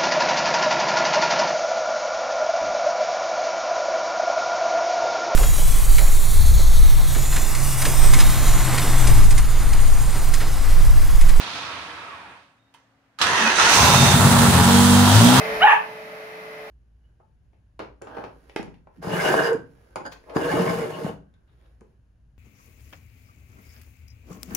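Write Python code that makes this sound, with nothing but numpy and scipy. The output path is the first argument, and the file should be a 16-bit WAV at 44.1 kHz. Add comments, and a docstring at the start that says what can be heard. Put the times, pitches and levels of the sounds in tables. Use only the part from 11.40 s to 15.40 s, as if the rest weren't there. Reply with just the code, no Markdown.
"""A starter motor rattles down from a failed try, heard over the open bay of an old truck in a workshop.
Something clicks, then the solenoid throws the pinion in and the starter grinds, its gear teeth whining.
The engine catches, stumbles up to speed with uneven firings, clears into a steady roar and is revved
higher. Firings ring the exhaust pipe, valve gear and block clatter, fan and intake air rush.
Faint room air and a machine hum lie underneath."""
import sys
import numpy as np
from scipy import signal
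from scipy.fft import rfft, irfft
from scipy.io import wavfile

SR = 44100
rng = np.random.default_rng(int(sys.argv[2]) if len(sys.argv) > 2 else 0)


def wav_record(signal):
    """Record a signal, one row per channel, as 16-bit PCM in the file named by sys.argv[1]."""
    frames = np.transpose(np.atleast_2d(signal))
    bounded = np.clip(frames, -1, 1)
    # unit amplitude maps onto the largest positive 16-bit level
    quanta = np.round(bounded * 32767).astype(np.int16)
    wavfile.write(sys.argv[1], SR, quanta)


N = 176400

# Each row: time in seconds, crankshaft turns per second.
CRANK_SPEED = [(2.17, 14), (2.4, 38), (2.5, 45.3), (3.08, 47), (3.17, 42), (3.28, 46.7), (3.674, 48.4),
               (3.718, 49.8), (3.788, 55.9), (3.894, 61.8), (4.0, 66.3)]
CHUG_KNOCK, BEAT_DEPTH, BEAT_DECAY_FIRINGS = 0.6, 0.9, 0.73


def engine():
    """Two firings per crank turn drive the exhaust and pulse the clatter and the intake."""
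    speed = curve(CRANK_SPEED) * (1 + 0.001 * walk(17))
    turns = np.cumsum(speed) / SR
    chug, swell = chugs()
    beat = 1 + CHUG_KNOCK * swell + BEAT_DEPTH * np.exp(-(2 * turns % 1) / BEAT_DECAY_FIRINGS)
    bay = clatter(beat) + rushing_air() + intake(beat)
    return bay + chug + uneven_firings(speed, turns) + crank_orders(speed, turns)


# Each row: time in seconds, uneven firing level in dB, crank order level in dB.
FIRING_LEVELS = [(2.17, -43, -80), (2.33, -49, -55), (2.41, -22.5, -29), (2.55, -22, -23.5),
                 (2.8, -18, -21), (3.14, -15, -22), (3.34, -24.5, -14), (3.63, -37, -15), (3.73, -26, -20),
                 (3.86, -19, -12), (3.94, -34.5, -12), (4.0, -20, -16)]
# Each row: frequency in Hz, exhaust pipe gain in dB.
PIPE_RESPONSE = [(25, -30.5), (56, -32), (71, 7.5), (93, -4.5), (100, 8.5), (107, 9), (122, -7),
                 (139, -2.5), (158, -5.5), (173, 1.5), (191, -1), (212, -11), (233, 3), (252, 2),
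                 (268, -13.5), (330, -21.5), (390, -11), (480, -22.5), (600, -25), (2000, -62)]
CYLINDER_DB, FIRING_SCATTER_DB, FIRING_JITTER_S = [-2.5, -2.5, 0, -10], 1.5, 0.0009


def uneven_firings(speed, turns):
    """Four unequal cylinders thump the pipe, each pulse a little off in size and time."""
    onsets = np.flatnonzero(np.diff(np.floor(2 * turns)))
    size_draw, time_draw = rng.standard_normal((len(onsets), 2)).T
    sizes = undb(np.resize(CYLINDER_DB, len(onsets)) + FIRING_SCATTER_DB * np.clip(size_draw, -2, 1))
    jitter = (FIRING_JITTER_S * SR * time_draw).astype(int)
    pulses = np.zeros(N)
    pulses[np.clip(onsets + jitter, 0, N - 1)] = sizes
    # Minimum phase: the pipe rings only after a pulse.
    cepstrum = irfft(np.log(response(PIPE_RESPONSE, bins())))
    pipe = np.exp(rfft(2 * cepstrum[:N], 2 * N) - cepstrum[0])
    thumps = shape(unit(pulses) + 0.19 * noise(), pipe)
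    running = speed > CRANK_SPEED[1][1]
    return thumps / np.std(thumps[running]) * fader(FIRING_LEVELS)


def unevenness():
    """Power share of the uneven firings in the two firing levels, 0 to 1."""
    return 1 / (1 + undb(curve(FIRING_LEVELS, column=2) - curve(FIRING_LEVELS)) ** 2)


# Each row: multiple of crank speed, dB when running evenly, dB when stumbling.
ORDERS = [(2, -3.5, -5.5), (3, -9, 3.5), (4, -4, -13), (5, -3, -5.5), (7, -3.5, -8), (10, 5, -7)]
STUMBLE_DB, STUMBLE_HZ, SHAKE_DB, SHAKE_HZ = 3, 28, 0.94, 54.4


def crank_orders(speed, turns):
    """Harmonics of the crank speed sweep the pipe resonances, fluttering more while firing is uneven."""
    stumble, roar = unevenness(), 0
    shake_db = SHAKE_DB * walk(SHAKE_HZ)
    for order, even_db, stumble_db in ORDERS:
        db = even_db + stumble * (stumble_db - even_db + STUMBLE_DB * walk(STUMBLE_HZ)) + shake_db
        gain = np.sqrt(2) * undb(db) * response(PIPE_RESPONSE, order * speed)
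        roar += gain * np.sin(2 * np.pi * (order * turns + rng.random()))
    return roar * fader(FIRING_LEVELS, column=2)


# Each row: start in seconds, peak level in dB.
HARD_FIRINGS = [(2.43, -19), (2.481, -15), (2.535, -13), (2.557, -11), (2.602, -12), (2.625, -16),
                (2.679, -16), (2.735, -13.5), (2.85, -10), (2.988, -13), (3.04, -11)]
CHUG_HZ, CHUG_RISE_S = 135, 0.0065


def chugs():
    """Hard firings ring the pipe in brief pressure bursts. Returns sound and envelope."""
    sound, swell = 0, 0
    for start, db in HARD_FIRINGS:
        age = np.maximum(clock() - start, 0)
        burst = undb(db) * age / CHUG_RISE_S * np.exp(1 - age / CHUG_RISE_S)
        sound -= burst * np.sin(2 * np.pi * CHUG_HZ * age)
        swell += burst
    return sound, swell


# Each row: time in seconds, level in dB.
CLATTER_LEVEL = [(2.17, -49), (2.3, -20), (2.44, -14.5), (2.6, -17), (2.9, -17), (3.2, -15.5), (3.45, -20),
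                 (3.7, -17.5), (3.9, -16.5), (4.0, -12)]
# Each row: frequency in Hz, gain in dB.
CLATTER_SPECTRUM = [(150, -16), (300, -5.5), (550, -4.5), (800, 0.5), (950, 0.5), (1150, -3.5),
                    (1350, -2.5), (1800, -7), (2350, -15.5), (2700, -10.5), (3100, -13.5), (3600, -11),
                    (4600, -17.5), (8000, -25)]


def clatter(beat):
    """Valve gear and block rattle with each firing and surge while the engine stumbles."""
    surge_db = (0.32 + 1.4 * unevenness()) * walk(53)
    impacts = grains(spread_db=3.5) * beat * undb(surge_db)
    return in_bay(impacts, CLATTER_SPECTRUM) * fader(CLATTER_LEVEL)


# Each row: time in seconds, level in dB.
AIR_LEVEL = [(2.17, -58), (2.26, -45), (2.35, -24), (2.6, -23), (2.95, -19.5), (3.15, -21.5), (3.55, -20),
             (3.64, -24), (3.78, -21.5), (4.0, -23.5)]
# Each row: frequency in Hz, gain in dB.
AIR_SPECTRUM = [(1500, 3.5), (3000, -3.5), (4000, 1.5), (5000, -3), (6100, -2), (7100, 0), (7900, 2),
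                (9200, 0), (10400, -0.5), (11200, -11), (13500, -8.5), (16000, -10)]
# Each row: frequency in Hz, width in Hz, level in dB relative to the rush.
WHISTLES = [(7710, 210, -20.5), (10310, 160, -20.5)]


def rushing_air():
    """Fan and intake air hiss, with two narrow whistles."""
    rush = in_bay(grains(spread_db=1.0) * undb(walk(130)), AIR_SPECTRUM)
    whistles = sum(undb(db) * whine(hz, rough=width / hz / 2) for hz, width, db in WHISTLES)
    return (rush + whistles) * fader(AIR_LEVEL)


# Each row: time in seconds, level in dB.
INTAKE_LEVEL = [(3.1, -54), (3.3, -25.5), (3.62, -26.5), (3.74, -21.5), (4.0, -24.5)]
# Each row: frequency in Hz, gain in dB.
INTAKE_SPECTRUM = [(1500, -10.5), (2600, -15), (3200, 0), (3800, -5), (4800, -8), (6300, -9.5), (9000, -23),
                   (15000, -21)]


def intake(beat):
    """The intake rasps at the firing rate as the throttle opens."""
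    return in_bay(grains(spread_db=3.5) * beat, INTAKE_SPECTRUM) * fader(INTAKE_LEVEL)


# Each row: time in seconds, gear mesh in Hz, level in dB.
GRIND_TRACK = [(1.805, 900, -26.5), (1.82, 1300, -24), (1.88, 1750, -20), (1.94, 1860, -19.5),
               (2.01, 1810, -16.5), (2.065, 1520, -17), (2.13, 1720, -19), (2.17, 1500, -22),
               (2.2, 1350, -13.5), (2.26, 1400, -14.5), (2.36, 1600, -20), (2.5, 2000, -76)]
# Each row: frequency in Hz, gain in dB.
GRIND_SPECTRUM = [(24, -48), (40, -24), (130, -19), (220, -9), (313, -11.5), (700, -7), (950, -3.5),
                  (1200, -6.5), (1650, -4), (1900, -3.5), (2280, -13.5), (2600, -7.5), (3650, -12.5),
                  (5200, -18), (6200, -15.5), (7300, -26), (10000, -27.5), (11200, -41)]
# Each row: time in seconds, level in dB.
RUMBLE_LEVEL = [(1.81, -52), (1.84, -39), (1.92, -38), (2.0, -48), (2.2, -48), (2.35, -32), (2.45, -48)]
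# Each row: frequency in Hz, gain in dB.
RUMBLE_SPECTRUM = [(30, -36), (80, -3), (200, -1), (400, -10), (1000, -60)]


def cranking():
    """The loaded starter grinds and whines; the engine rumbles as it is turned over."""
    grind = in_bay(grains(spread_db=3.5) * undb(walk(170)), GRIND_SPECTRUM)
    gears = undb(-7) * whine(curve(GRIND_TRACK), rough=0.0356)
    rumble = in_bay(noise(), RUMBLE_SPECTRUM) * fader(RUMBLE_LEVEL)
    return (grind + gears) * fader(GRIND_TRACK, column=2) + rumble


# Each row: start in seconds, level in dB, decay time in seconds.
SOLENOID_BLOWS = [(1.788, -30, 0.072), (1.814, -14, 0.034)]
# Each row: frequency in Hz, gain in dB.
BLOW_SPECTRUM = [(60, -23), (300, -16), (800, -20), (1200, 10), (2200, -1.5), (3800, 3.5), (5500, -4.5),
                 (9000, -14), (15000, -33)]


def solenoid():
    """The solenoid slams the pinion in with two blows."""
    envelope = sum(undb(db) * decay(start, decay_s) for start, db, decay_s in SOLENOID_BLOWS)
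    return in_bay(stereo_noise(), BLOW_SPECTRUM) * envelope


# Each row: time in seconds, level in dB.
OVERRUN_LEVEL = [(2.16, -23), (2.19, -22), (2.27, -20.5), (2.34, -15.5), (2.5, -19), (2.72, -21),
                 (2.755, -30), (3.0, -61)]
# Each row: frequency in Hz, gain in dB.
OVERRUN_SPECTRUM = [(800, -11), (1800, -3.5), (2700, 1), (3200, -7), (3650, -1.5), (5000, -4), (6200, -0.5),
                    (7200, -9), (10000, -14.5), (15000, -64)]


def overrun():
    """The engine spins the starter in a free whirr until the key is let go."""
    return in_bay(grains(spread_db=2.5), OVERRUN_SPECTRUM) * fader(OVERRUN_LEVEL)


# Each row: midpoint in seconds, length in seconds, pitch in Hz, width in Hz, level in dB.
DRIVE_SQUEALS = [(1.25, .13, 3720, 60.6, -74), (2.074, 0.059, 2553, 60, -23.5), (1.962, 0.14, 980, 40, -25),
                 (2.05, 0.095, 222, 20, -27), (2.207, 0.047, 1340, 69.5, -15.5),
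                 (2.26, 0.26, 6310, 202.3, -37), (2.445, 0.2, 1021, 92.1, -19.5),
                 (2.628, 0.33, 3636, 130, -25)]


def squeals():
    """Brief squeaks and groans, mostly from the starter drive."""
    sound = 0
    for midpoint, length, hz, width, db in DRIVE_SQUEALS:
        window = np.exp(-(2 * (clock() - midpoint) / length) ** 4)
        sound += undb(db) * window * whine(hz, rough=width / hz / 2)
    return sound


# Each row: time in seconds, then fader settings in dB below 3 kHz, at 3-7 kHz and above 7 kHz.
COAST_LEVELS = [(0.0, -31.5, -36.5, -48.5), (0.07, -33, -39, -57.5), (0.18, -33, -38, -56.5),
                (0.31, -33.5, -42.5, -60.5), (0.738, -39.5, -56, -67), (0.952, -45, -64, -73.5),
                (1.058, -57, -68, -81), (1.16, -64.5, -82, -88)]
# Each row: frequency in Hz, gain in dB.
COAST_SPECTRUM = [(29, -47), (75, -9), (161, -9), (220, -12), (290, -8), (418, -12), (690, -8), (940, -5),
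                  (1600, -6), (2150, -10), (2450, -7), (2900, -12), (3700, -12), (7500, -29), (9800, -27),
                  (11200, -42.5)]
# Each row: time in seconds, gear mesh in Hz.
COAST_PITCH = [(0, 3020), (.57, 1498), (.82, 947), (1.15, 294)]
WHINE_PEAK_HZ, WHINE_WIDTH_OCTAVES = 1170, 0.5


def coasting():
    """The freed starter rattles down, treble first; its falling whine swells near the bay's ringing."""
    rattle = in_bay(grains(spread_db=2.0) * undb(0.45 * walk(70)), COAST_SPECTRUM)
    low_pass = 1 / (1 + (bins() / 3000) ** 8)
    high_pass = 1 - 1 / (1 + (bins() / 7000) ** 20)
    mesh_hz = curve(COAST_PITCH)
    swell = np.exp(-(np.log2(mesh_hz / WHINE_PEAK_HZ) / WHINE_WIDTH_OCTAVES) ** 2)
    gears = undb(-4.5) * whine(mesh_hz, rough=0.039) * swell
    body = (unit(shape(rattle, low_pass)) + gears) * fader(COAST_LEVELS)
    treble = unit(shape(rattle, 1 - low_pass - high_pass)) * fader(COAST_LEVELS, column=2)
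    top = unit(shape(rattle, high_pass)) * fader(COAST_LEVELS, column=3)
    return body + undb(2.0) * (treble + top)


# Each row: start in seconds, crack level in dB, ring level in dB.
CONTACTS = [(1.340, -51.5, -67), (1.346, -59, -52.5)]
# Each row: frequency in Hz, relative level in dB, T60 in seconds.
METAL_MODES = [(925, 2, 0.17), (980, -1, 0.13), (2078, -9, 0.27), (2560, -7, 0.066), (3052, -5, 0.1),
               (3170, -8, .05)]
# Each row: frequency in Hz, gain in dB.
CRACK_SPECTRUM = [(300, -20), (1200, 0), (2400, 0), (3100, 6), (4400, -4), (8000, -10), (9600, -3),
                  (11000, -18)]


def click():
    """A small metal part touches, then seats, leaving a faint tail in the shop."""
    sound = undb(-57.5) * in_bay(stereo_noise(), GRIND_SPECTRUM) * decay(CONTACTS[-1][0], decay_s=0.084)
    for start, crack_db, ring_db in CONTACTS:
        age = clock() - start
        ring = sum(undb(db) * decay(start, t60 / np.log(1000)) * np.sin(2 * np.pi * hz * age)
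                   for hz, db, t60 in METAL_MODES)
        crack = in_bay(stereo_noise(), CRACK_SPECTRUM) * decay(start, decay_s=0.014)
        sound += undb(ring_db) * ring + undb(crack_db) * crack
    return sound


# Each row: frequency in Hz, gain in dB.
ROOM_SPECTRUM = [(22, -50), (48, -14), (234, -10), (448, -21), (497, -14.5), (1600, -19), (2190, -24.5),
                 (15000, -51)]
# Each row: frequency in Hz, level in dB.
HUM_TONES = [(114, -75.5), (274.5, -74)]


def shop():
    """Quiet room air and a wavering machine hum."""
    hum = sum(np.sqrt(2) * undb(db + 2 * walk(3.9)) * np.sin(2 * np.pi * hz * clock())
              for hz, db in HUM_TONES)
    return undb(-63) * unit(shape(stereo_noise(), response(ROOM_SPECTRUM, bins()))) + hum


# Each row: frequency in Hz, width in Hz, linear gain.
BAY_MODES = [(384, 5, 1), (477.5, 4.4, 1), (670, 22, 0.59), (831, 12, 0.63), (926, 25, 1), (997, 10, 1),
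             (1116, 26, 0.75), (1318, 22, 1), (6100, 35, 1), (10350, 84, 0.17)]


def in_bay(x, spectrum):
    """A source takes on its spectrum and rings the engine bay; output rms 1."""
    ring = 1 + sum(gain * resonance(hz, width) for hz, width, gain in BAY_MODES)
    return unit(shape(x, response(spectrum, bins()) * ring))


# Each row: frequency in Hz, gain of the difference between the ears in dB.
STEREO_WIDTH = [(60, -31), (200, -32), (500, -9.5), (1000, -6.5), (2000, -0.5), (8000, 0.5)]
SHOP_T60_S, SHOP_ECHO_DB = 0.2, -10


def place(x, balance):
    """Bass reaches both ears alike, treble scattered; the shop adds a short tail."""
    mid = (x[0] + x[1]) / 2
    side = shape((x[0] - x[1]) / 2, response(STEREO_WIDTH, bins()))
    lean, ears = response(balance, bins()), []
    equal_power = np.sqrt(2 / (1 + lean ** 2))
    for ear, gain in ((mid + side, lean), (mid - side, 1)):
        tail = unit(noise() * decay(0.0037, SHOP_T60_S / np.log(1000))) / np.sqrt(N)
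        room = 1 + undb(SHOP_ECHO_DB) * rfft(tail, 2 * N)
        ears.append(shape(ear, room * gain * equal_power))
    return np.array(ears)


def whine(hz, rough):
    """Stereo tone smeared in pitch and level, as by uneven gear teeth."""
    ears = []
    for _ in range(2):
        cycles = np.cumsum(hz * (1 + rough * walk(117.9))) / SR
        ears.append(np.sin(2 * np.pi * cycles) * (1 + 0.46 * walk(90)))
    return unit(np.array(ears))


def grains(spread_db):
    """Dense small impacts of unequal size, reaching each ear by its own paths."""
    return unit(stereo_noise() * undb(spread_db * np.clip(noise(), -3, 3)))


def walk(hz):
    """Smooth random drift, rms 1."""
    f = np.arange(N // 2 + 1) * SR / N
    return unit(irfft(rfft(noise()) * np.exp(-(f / hz) ** 2), N))


def decay(start, decay_s):
    """Sudden onset, exponential fall."""
    age = clock() - start
    return (age >= 0) * np.exp(-np.abs(age) / decay_s)


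def curve(table, column=1):
    """One column of a time table, linearly interpolated."""
    rows = np.array(table)
    return np.interp(clock(), rows[:, 0], rows[:, column])


def fader(table, column=1):
    """Gain from a dB column; dies quickly outside the table."""
    outside_s = np.maximum(table[0][0] - clock(), 0) + np.maximum(clock() - table[-1][0] - .03, 0)
    return undb(curve(table, column)) * np.exp(-outside_s / 0.0051)


def response(table, hz):
    """Gain of an (Hz, dB) table at the given frequencies."""
    rows = np.array(table)
    return undb(np.interp(np.log(np.maximum(hz, 1)), np.log(rows[:, 0]), rows[:, 1]))


def resonance(hz, width_hz):
    """Band-pass response, gain 1 at the centre."""
    f = bins()
    return 1j * f * width_hz / (hz ** 2 - f ** 2 + 1j * f * width_hz)


def shape(x, gain):
    """Filter by a gain per bin."""
    return irfft(rfft(x, 2 * N) * gain)[..., :N]


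def bins():
    """Bin frequencies in Hz of a padded spectrum."""
    return np.arange(N + 1) * SR / (2 * N)


def clock():
    """Sample times in seconds."""
    return np.arange(N) / SR


def noise():
    """White noise."""
    return rng.standard_normal(N)


def stereo_noise():
    """Independent white noise per ear."""
    return rng.standard_normal((2, N))


def unit(x):
    """Scale to rms 1."""
    return x / np.sqrt(np.mean(x ** 2))


def undb(db):
    """Decibels to gain."""
    return 10 ** (np.asarray(db) / 20)


# Each row: frequency in Hz, left minus right in dB.
STARTER_PAN = [(100, -2.5), (380, 1.5), (700, -2.5), (2380, -2.5), (4400, -6.5), (8100, -12.5), (15000, -1)]
ENGINE_PAN = [(60, 7), (200, 0.5), (400, 2), (700, 2), (1290, -2), (2380, 1), (4400, -4.5), (8100, -8.5),
              (15000, -2)]


def scene():
    """Starter to the right, engine in front, the shop around them."""
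    starter_side = coasting() + click() + solenoid() + cranking() + overrun() + squeals()
    return place(starter_side, STARTER_PAN) + place(engine() + shop(), ENGINE_PAN)


def record(dry):
    """Clip at full scale, then low-pass at 15.6 kHz."""
    low_pass = signal.ellip(10, .2, 80, 15600, fs=SR, output="sos")
    return signal.sosfilt(low_pass, np.clip(dry, -1, 1))


dry = scene()
out = record(dry)
wav_record(out)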